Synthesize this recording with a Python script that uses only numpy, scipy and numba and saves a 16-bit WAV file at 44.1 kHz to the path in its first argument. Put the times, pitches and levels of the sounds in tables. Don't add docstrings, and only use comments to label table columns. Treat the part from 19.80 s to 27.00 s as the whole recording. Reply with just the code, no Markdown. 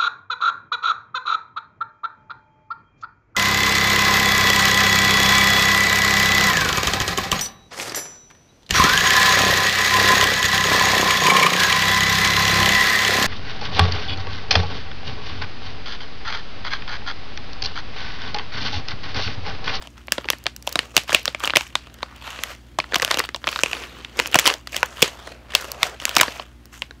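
import sys
import numpy as np
from scipy import signal
from scipy.fft import rfft, irfft
from scipy.io import wavfile
from scipy.ndimage import uniform_filter1d
from numba import njit

SR = 44100
rng = np.random.default_rng(int(sys.argv[2]) if len(sys.argv) > 2 else 0)


def wrap_up_sound(samples):
    columns = np.atleast_2d(samples).T
    tamed = np.clip(columns, -1, 1)
    steps = np.round(tamed * 32767).astype(np.int16)
    wavfile.write(sys.argv[1], SR, steps)


N = 317520
T = np.arange(N) / SR

# (pitch [Hz], nominal width [Hz], level in the rustle before it wanders [dB])
FILM_MODES = [(570, 370, 1.5), (1198, 700, 9), (1830, 1500, 6.5), (2750, 800, 8), (4256, 550, 1.5)]
# (pitch [Hz], nominal width [Hz], level before it shifts [dB])
FOIL_MODES = [(5710, 2940, 4.5), (9800, 4600, -16), (11650, 2700, -3), (15200, 1900, -7.5)]


def cracks():
    # (time [s], panel level over 1.4 ms [dB], panel pitch [Hz],
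    # bag thump re panel [dB], treble snap re panel [dB], nominal slip length [ms])
    buckles = [(0.0728, -30, 2850, -6, -9.5, 1.1), (0.2828, -23.5, 2310, -4, -30, 0.9),
               (0.3213, -6, 1620, -13, 0.5, 1.45), (0.3806, -13, 1000, -0.5, -19, 4.9),
               (0.444, -25, 1290, -13, -30, 0.69), (0.4539, -25.5, 970, 1, -16, 5.5),
               (0.487, -11, 2600, -9.5, -23, 0.65), (0.502, -7, 3370, -10, -3, 1.17),
               (0.532, -17.5, 1780, -5.5, -19, 3.3), (0.6579, -22, 2680, 0.5, -30, 0.77),
               (0.6662, -8.5, 1800, -9, -12.5, 1.14), (0.8744, -12.5, 3120, -2, -9, 2.2),
               (0.9561, -6.5, 1000, -5.5, -11.5, 2.6), (0.9909, -5, 2820, -16, -14, 1.3),
               (1.166, 2.5, 2720, -13, -3, 2.53), (1.176, -6.5, 3060, -6.5, -7.5, 4),
               (1.2939, -13, 1200, -5, -27, 1.2), (1.3212, -14, 1730, -19, -27, 1),
               (1.329, -13, 2390, -3, -9, 1.3), (1.3463, 6.5, 2360, -15.5, -14.5, 2.7),
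               (1.4555, -14.5, 3080, -38, -0.5, 1.3), (1.4784, -9.5, 3620, -7, -13, 2.5),
               (1.5472, -14, 2430, -6, -17, 2.6), (1.6034, -26, 1210, -26, -14, 0.9),
               (1.6464, -12.5, 2900, -20, -18, 2.9), (1.655, -18.5, 1530, -7, -3, 2.3),
               (1.6752, -9.5, 2870, -11, -14, 1), (1.6978, -12.5, 2310, -14, -20, 1.6),
               (1.7046, -12.5, 2820, -11, -19, 1.3), (1.736, -12, 1510, -8, -29, 1.5),
               (1.755, -13, 2800, -13.5, -15, 1.6), (1.7593, -1.5, 2140, -12.5, -9.5, 1.8),
               (1.7685, 0.5, 2850, -8, -7, 3.2), (1.8091, -17, 2400, -6.5, -9.5, 1.2),
               (1.954, -6.5, 3020, -14, -11.5, 0.88), (2.07, -32, 1180, -5.5, -18, 2.5),
               (2.2294, -14, 1200, -6.5, -17, 3.3), (2.475, -22.5, 1390, -6, -18, 4.3),
               (2.504, -27.5, 3070, -26, -4.5, 4.3), (2.589, -22.5, 1030, -5, -29, 3.8),
               (2.6362, -13.5, 3060, -24, -4.5, 1.3), (2.9866, -6, 1046, -4.5, -14, 4.3),
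               (3.0007, -11, 2300, -16, -20, 2.4), (3.0408, -25, 1690, -9, -25, 3),
               (3.122, -18.5, 1740, -5, -20, 2.7), (3.134, -13.5, 1500, -4.5, -23, 10),
               (3.1438, -7.5, 3400, -15, -10, 1.9), (3.1571, -8, 2800, -13, -7, 1.42),
               (3.1605, -9.5, 3000, -3.5, -7.5, 0.86), (3.198, -13.5, 1900, -10, -12, 2.5),
               (3.22, -11.5, 1890, -16, -5.5, 3.7), (3.225, -11.5, 3250, -4, -9, 3.6),
               (3.2294, -14.5, 1150, -6, -15, 4.1), (3.2478, -8.5, 2700, -12, -4, 1.8),
               (3.2778, -19, 1810, -3, -11, 1.5), (3.302, -23, 2500, -13, -8, 4),
               (3.3121, -6, 1710, -17, -9, 0.86), (3.343, -12, 4200, -6, -7, 0.92),
               (3.3722, -14, 2800, -3.5, -8, 1.7), (3.3859, -13.5, 1870, -15, -8, 5.5),
               (3.3921, -12, 4300, -4, -2, 3.4), (3.4009, -8, 1210, -12, -29, 3),
               (3.4385, -20.5, 4400, -5, -14, 4.2), (3.49, -20, 1930, -10, -13, 0.86),
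               (3.5457, -15.5, 3160, -5.5, -17, 0.8), (3.561, -23.5, 970, -5, -4.5, 2.6),
               (3.6418, -19, 1780, -9.5, -21, 1.8), (3.6705, -11, 1320, -16.5, -12.5, 2.9),
               (3.6765, -10, 2760, -7.5, -31, 1.9), (3.689, -14.5, 2510, -17, -13, 1.3),
               (3.728, -18.5, 2650, -19, -19, 2.1), (3.7603, -13, 1290, -11.5, -16, 0.85),
               (3.79, -14, 1540, -13, -13, 1.6), (3.7977, -25, 3780, -7, -7, 0.99),
               (3.835, -3, 2600, -6.5, -7, 0.82), (3.8604, -14, 2500, -12, -15, 0.77),
               (3.931, -11.5, 2500, -11.5, -14, 2.9), (3.9505, -24, 2460, -8, -20, 0.88),
               (3.967, -24, 1540, -9, -24, 2.4), (4.2469, -21.5, 2840, -27, -14.5, 2.8),
               (4.3911, -9.5, 2030, -6, -9, 5.5), (4.399, -3, 1080, -14, -11, 1.5),
               (4.4586, -16, 2820, -11, -12, 1.7), (4.5301, -21, 2780, -16, -23, 2.4),
               (4.544, 1, 2830, -13, -8, 1.1), (4.5538, -2.5, 1680, -1, -19, 8.2),
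               (4.557, -7, 890, -3, 0.5, 1.5), (4.5886, 2, 3170, -23, -1.5, 1.34),
               (4.5907, -20, 3080, -18, 5, 2.4), (4.596, -11, 3030, -13, 0, 1.4),
               (4.6564, -9.5, 1210, -47, -4, 1.2), (4.661, -5.5, 3130, -14, -12, 1.5),
               (4.6673, -5.5, 2960, -10, -5.5, 10), (4.6757, -2.5, 2900, -16, 0, 1.64),
               (4.6999, -10, 2180, -11, -27, 2.0), (4.7394, -18, 3320, -12, -3, 1),
               (4.8721, -21.5, 4430, -11, -8.5, 3.8), (4.9446, -18.5, 2070, -8, -11, 3),
               (4.9643, -13.5, 2880, -12, -2.5, 2.7), (5.0299, -2.5, 1020, -12.5, -15, 1.4),
               (5.22, -10, 2430, -19, 0, 5.9), (5.2252, 7, 2900, -9, -5.5, 3.26),
               (5.475, -27, 1840, -3, -18, 1.8), (5.7364, -24, 1720, -28, -20, 0.96),
               (5.7508, 0.5, 2900, -19, -5, 1.33), (5.809, -27, 1500, -5, -0.5, 8.9),
               (6.0304, -1, 3520, -15.5, -7.5, 1.75), (6.2002, -24, 3000, -21, -8, 2.4),
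               (6.222, -24.5, 1196, -3.5, -25, 2.4), (6.2532, -9, 3050, -16, -0.5, 1.8),
               (6.293, -17, 3170, -11, -4, 1.1), (6.3656, -1, 2700, -11.5, -0.5, 0.69),
               (6.3677, -3, 1340, -7.5, -5, 2.2), (6.383, -14, 2260, -11, -1, 1.8),
               (6.3995, -5.5, 2360, -13, -28, 1.8), (6.4105, 0.5, 1670, -12, -4, 5.1),
               (6.431, -6, 1050, -16, -11, 3.8), (6.4805, -17, 1750, -2.5, -29, 0.59),
               (6.5963, -18.5, 1020, -4.5, -33, 3.4), (7.0206, -13.5, 2690, -15, -14.5, 0.84),
               (7.1088, -28, 1570, -9.5, -15, 2.5)]
    # (time [s], panel level over 1.4 ms [dB])
    flicks = [(0.271, -45.5), (0.525, -37), (0.584, -45.5), (.6393, -41), (0.763, -32), (0.8248, -39),
              (0.87, -33), (.8917, -32), (0.926, -27.5), (1.235, -40), (1.395, -38), (1.43, -43),
              (1.5972, -39), (1.877, -47), (2.141, -43.5), (2.362, -48), (3.1835, -34), (3.457, -41),
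              (3.715, -34), (4.3714, -38), (4.468, -34), (4.4732, -27.5), (4.515, -37.5), (4.9216, -38),
              (5.059, -35), (5.917, -24), (6.352, -24.5), (6.574, -45), (6.8555, -43)]
    # (panel pitch [Hz], bag thump [dB], treble snap [dB], nominal slip length [ms])
    flick_sound = (4190, -16, 4.5, 2.5)
    creases = buckles + [(*flick, *flick_sound) for flick in flicks]
    out = np.zeros(N + 1024)
    for time_s, level_db, *sound in creases:
        start = int(time_s * SR)
        out[start:start + 1024] += undb(level_db) * buckle(level_db, *sound)
    return out[:N]


def buckle(level_db, panel_hz, thump_db, snap_db, slip_ms):
    t = np.arange(1024) / SR
    noise, ragged = rng.standard_normal((2, 1024))
    slip_s = max(slip_ms - 0.8, 0.2) / 1000
    front = noise * undb(3.5 * ragged) * np.minimum(t / 0.00016, 1) * np.exp(-(t / slip_s) ** 2)
    slip = front + 0.28 * noise * np.exp(-t / 0.0018)

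    film = []
    for hz, width_hz, _ in FILM_MODES:
        bend, weight = rng.standard_normal(2)
        film.append(undb(7.2 * weight) * ring(slip, hz * np.exp(0.16 * bend), 0.32 * width_hz))
    low, *upper = film

    panel = unit(ring(slip, panel_hz, 0.2 * panel_hz)) + 0.69 * unit(sum(upper)) + 1.17 * unit(slip)
    panel = passband(1000, 4030)(panel)

    thump = unit(low) + 0.55 * unit(ring(slip, 916, 240)) + 0.56 * unit(ring(slip, 319, 140))
    thump = unit(passband(160, 2340)(thump))
    puff = undb(-13.0 + 0.18 * level_db) * unit(ring(slip, 141, 59))

    crack = unit(panel) + undb(thump_db) * (thump + puff) + undb(snap_db) * sheen(front, snap_db)
    return crack * np.sqrt(0.0014 / t[-1])


def sheen(x, snap_db):
    foil = 0
    for k, (hz, width_hz, db) in enumerate(FOIL_MODES):
        mode = ring(ring(x, hz, width_hz), hz, width_hz)
        foil = foil + (-1) ** k * undb(db + 0.28 * k * snap_db) * mode
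    return unit(foil)


def rustle():
    # (from [s], to [s])
    slides = [(2.43, 2.75), (3.98, 4.36), (5.98, 6.19)]
    # (time [s], pitch before drift [Hz])
    pocket = [(0, 560), (3.85, 600), (4.05, 360), (4.4, 360), (4.6, 520), (5.3, 600), (7.2, 630)]
    sliding = sum((T > start) & (T < end) for start, end in slides)
    tick_gain = undb(-4 * sliding)
    sheet_ticks = 1.25 * ticks(70, 8.1, 0.0027)
    scrape_mode = [(np.interp(T, *np.transpose(pocket)), *FILM_MODES[0][1:])]

    layers = []
    for modes in (scrape_mode, FILM_MODES[1:], FOIL_MODES):
        layer_ticks = sheet_ticks + 0.7 * ticks(250, 5, 0.0004)
        panels = 0
        for hz, width_hz, db in modes:
            panel_ticks = layer_ticks + 0.58 * ticks(42, 6.4, 0.0012)
            grain = ticks(2400, 1.6, 0.0036)
            slips = tick_gain * panel_ticks + grain
            drifting_hz = np.minimum(hz * np.exp(0.086 * walk(14)), 0.45 * SR)
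            panel = glide(slips, drifting_hz, 1.0 * width_hz)
            panel = glide(panel, drifting_hz, 2.0 * width_hz)
            panels = panels + undb(db + 2.42 * walk(14)) * panel
        layers.append(unit(panels))
    return sum(gain * layer for gain, layer in zip(handling(), layers))


def ticks(rate_hz, spread_db, smear_s):
    when, chance = rng.random((int(rate_hz * N / SR), 2)).T
    strength_db = np.minimum(-spread_db * np.log(1 - chance), 14.5)
    slips = np.bincount((when * N).astype(int), undb(strength_db), N)
    puffs = signal.lfilter([1], [1, -np.exp(-1 / (smear_s * SR))], slips)
    return unit(puffs * rng.standard_normal(N))


def handling():
    # (time of full level [s], rustle level [dB], rise per 20 dB [ms], hold [ms],
    # fade per 20 dB [ms], low scrape re rustle [dB], treble re rustle [dB])
    moves = [(0.012, -42, 4.7, 47, 30, -5, -14.5), (.176, -47.5, 60, 4.6, 121, -16, -13),
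             (.335, -48, 80, 220, 230, -6.5, -11), (.874, -47.5, 120, 170, 205, -2, -5),
             (1.143, -39, 6.5, 20, 30.3, -3, -10), (1.175, -29.5, 17, 5, 74.07, -8, -12),
             (1.279, -31, 8.7, 35, 60, -26, -13), (1.342, -25, 40, 3.1, 68, -4, -6),
             (1.475, -31.5, 48, 4.4, 74.07, -11.5, -14), (1.637, -28, 52, 5.8, 74.6, -12.5, -10.5),
             (1.774, -32, 29, 5, 120.4, -16.5, -7.5), (2.34, -46, 810, 61, 100, -9, -24),
             (2.455, -35, 48, 70, 285, -8, -11.5), (2.7, -35, 260, 26, 38.4, -7, -8),
             (3.149, -35.5, 110, 22, 100, -4, -14), (3.237, -33, 73, 20, 150, -14, -8),
             (3.309, -26, 9.7, 39, 40, -6.5, -12), (3.394, -28, 37, 3.9, 77.4, -15, -12),
             (3.686, -31, 66, 38, 201, -8, -8), (3.95, -32.5, 180, 85, 122, -8.5, -9),
             (4.12, -39.5, 200, 74, 198, -2, -15), (4.406, -34, 150, 14, 198, -2.5, -10),
             (4.526, -32.5, 7, 110, 102, -6, -7), (4.654, -20.5, 11, 46, 65, -8, -9),
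             (4.956, -31, 60, 4.3, 199, -7, -7.5), (5.236, -29, 140, 3.1, 143, -8, -9),
             (5.47, -41.5, 400, 11, 196, -1, -10.5), (5.704, -41, 30, 53, 50, -8, -18),
             (5.757, -34.5, 30, 63, 246, -4.5, -9), (6.03, -28, 58, 35, 84, -4.5, -9),
             (6.12, -41, 510, 15, 60, 2, -24), (6.205, -39, 8, 120, 200, -9.5, -7),
             (6.4, -26.5, 190, 39, 151, -7.5, -10.5), (6.52, -40, 150, 95, 25.8, -9, -13.5),
             (6.929, -43.5, 11, 5.6, 110, -10, 1)]
    still_db, still_scrape_db, still_treble_db = -65.5, -5, -6
    time_s, db, rise_ms, hold_ms, fade_ms, scrape_db, treble_db = np.transpose(moves)[:, :, None]
    coarse_t = T[::64]
    ms = 1000 * (coarse_t - time_s)
    slope = np.maximum(-ms / rise_ms, (ms - hold_ms) / fade_ms)
    db = db - 20 * np.maximum(slope, 0)

    gains = []
    for move_rel_db, still_rel_db in ((scrape_db, still_scrape_db), (0, 0), (treble_db, still_treble_db)):
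        power = (undb(db + move_rel_db) ** 2).sum(axis=0) + undb(still_db + still_rel_db) ** 2
        gains.append(np.interp(T, coarse_t, np.sqrt(power)))
    return gains


def walls(x, gap_s=0.0012):
    # (frequency [Hz], 60 dB decay time [s], return level [dB])
    tail = [(293, 0.089, -16.5), (2590, 0.18, -16.5), (12800, 0.16, -23)]
    at_hz, t60_s, db = np.transpose(tail)
    out, lag = 0, int(gap_s * SR)
    for hz in 250 * 2 ** np.arange(0, 6, 2 / 3):
        band = passband(hz * 2 ** (-1 / 3), hz * 2 ** (1 / 3), order=2)
        keep = np.exp(-2 * np.log(1000) / (np.interp(hz, at_hz, t60_s) * SR))
        power = uniform_filter1d(np.roll(band(x) ** 2, lag), lag)
        stored = signal.lfilter([1 - keep], [1, -keep], power)
        fresh_noise = unit(band(rng.standard_normal(N)))
        out = out + undb(np.interp(hz, at_hz, db)) * np.sqrt(np.abs(stored)) * fresh_noise
    return out


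def room():
    # (pitch over the mains frequency [ratio], rms level [dB]); the second is an unrelated drone
    partials = [(1, -48), (1.26, -56), (2, -55.5), (4, -60), (5, -62), (6, -66)]
    # (frequency [Hz], relative spectral level [dB])
    hush_tilt = [(25, -29.5), (45, -7), (100, -10), (200, -10), (320, -14), (450, -20.5), (3000, -28.5),
                 (7000, -39), (15000, -44.5)]
    mains_hz, hush_db = 59.4, -52.5
    hum = 0
    for ratio, db in partials:
        cycles = ratio * mains_hz * T + rng.random()
        hum = hum + undb(db) * np.sqrt(2) * np.sin(2 * np.pi * cycles)
    hz, db = np.transpose(hush_tilt)
    log_hz = np.log(np.fft.rfftfreq(N, 1 / SR) + 1)
    shape = undb(np.interp(log_hz, np.log(hz), db, left=-40))
    hush = unit(irfft(rfft(rng.standard_normal(N)) * shape, N))
    return hum + undb(hush_db) * hush


def undb(db):
    return 10 ** (np.asarray(db) / 20)


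def unit(x):
    return x / np.sqrt(np.mean(x ** 2))


def ring(x, hz, width_hz):
    return signal.lfilter(*signal.iirpeak(hz, hz / width_hz, fs=SR), x)


@njit
def glide(x, hz, width_hz):
    y, band, low = np.empty(len(x)), 0., 0.
    for i in range(len(x)):
        g, damping = np.tan(np.pi * hz[i] / SR), width_hz / hz[i]
        v = (band + g * (x[i] - low)) / (1 + g * (g + damping))
        band = 2 * v - band
        low = low + 2 * g * v
        y[i] = damping * v
    return y


def walk(rate_hz):
    step = int(SR / rate_hz)
    held = np.repeat(rng.standard_normal(N // step + 1), step)
    return uniform_filter1d(held, step)[:N]


def passband(lo_hz, hi_hz, order=3):
    sos = signal.butter(order, [lo_hz, hi_hz], "band", fs=SR, output="sos")
    return lambda x: signal.sosfilt(sos, x)


def scene():
    bag = cracks() + rustle()
    return (bag + walls(bag) + room())[None]


def record(dry):
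    clipped = np.clip(dry, -1, 1)
    return signal.sosfilt(signal.ellip(8, 0.5, 60, 15650, fs=SR, output="sos"), clipped)


dry = scene()
out = record(dry)
wrap_up_sound(out)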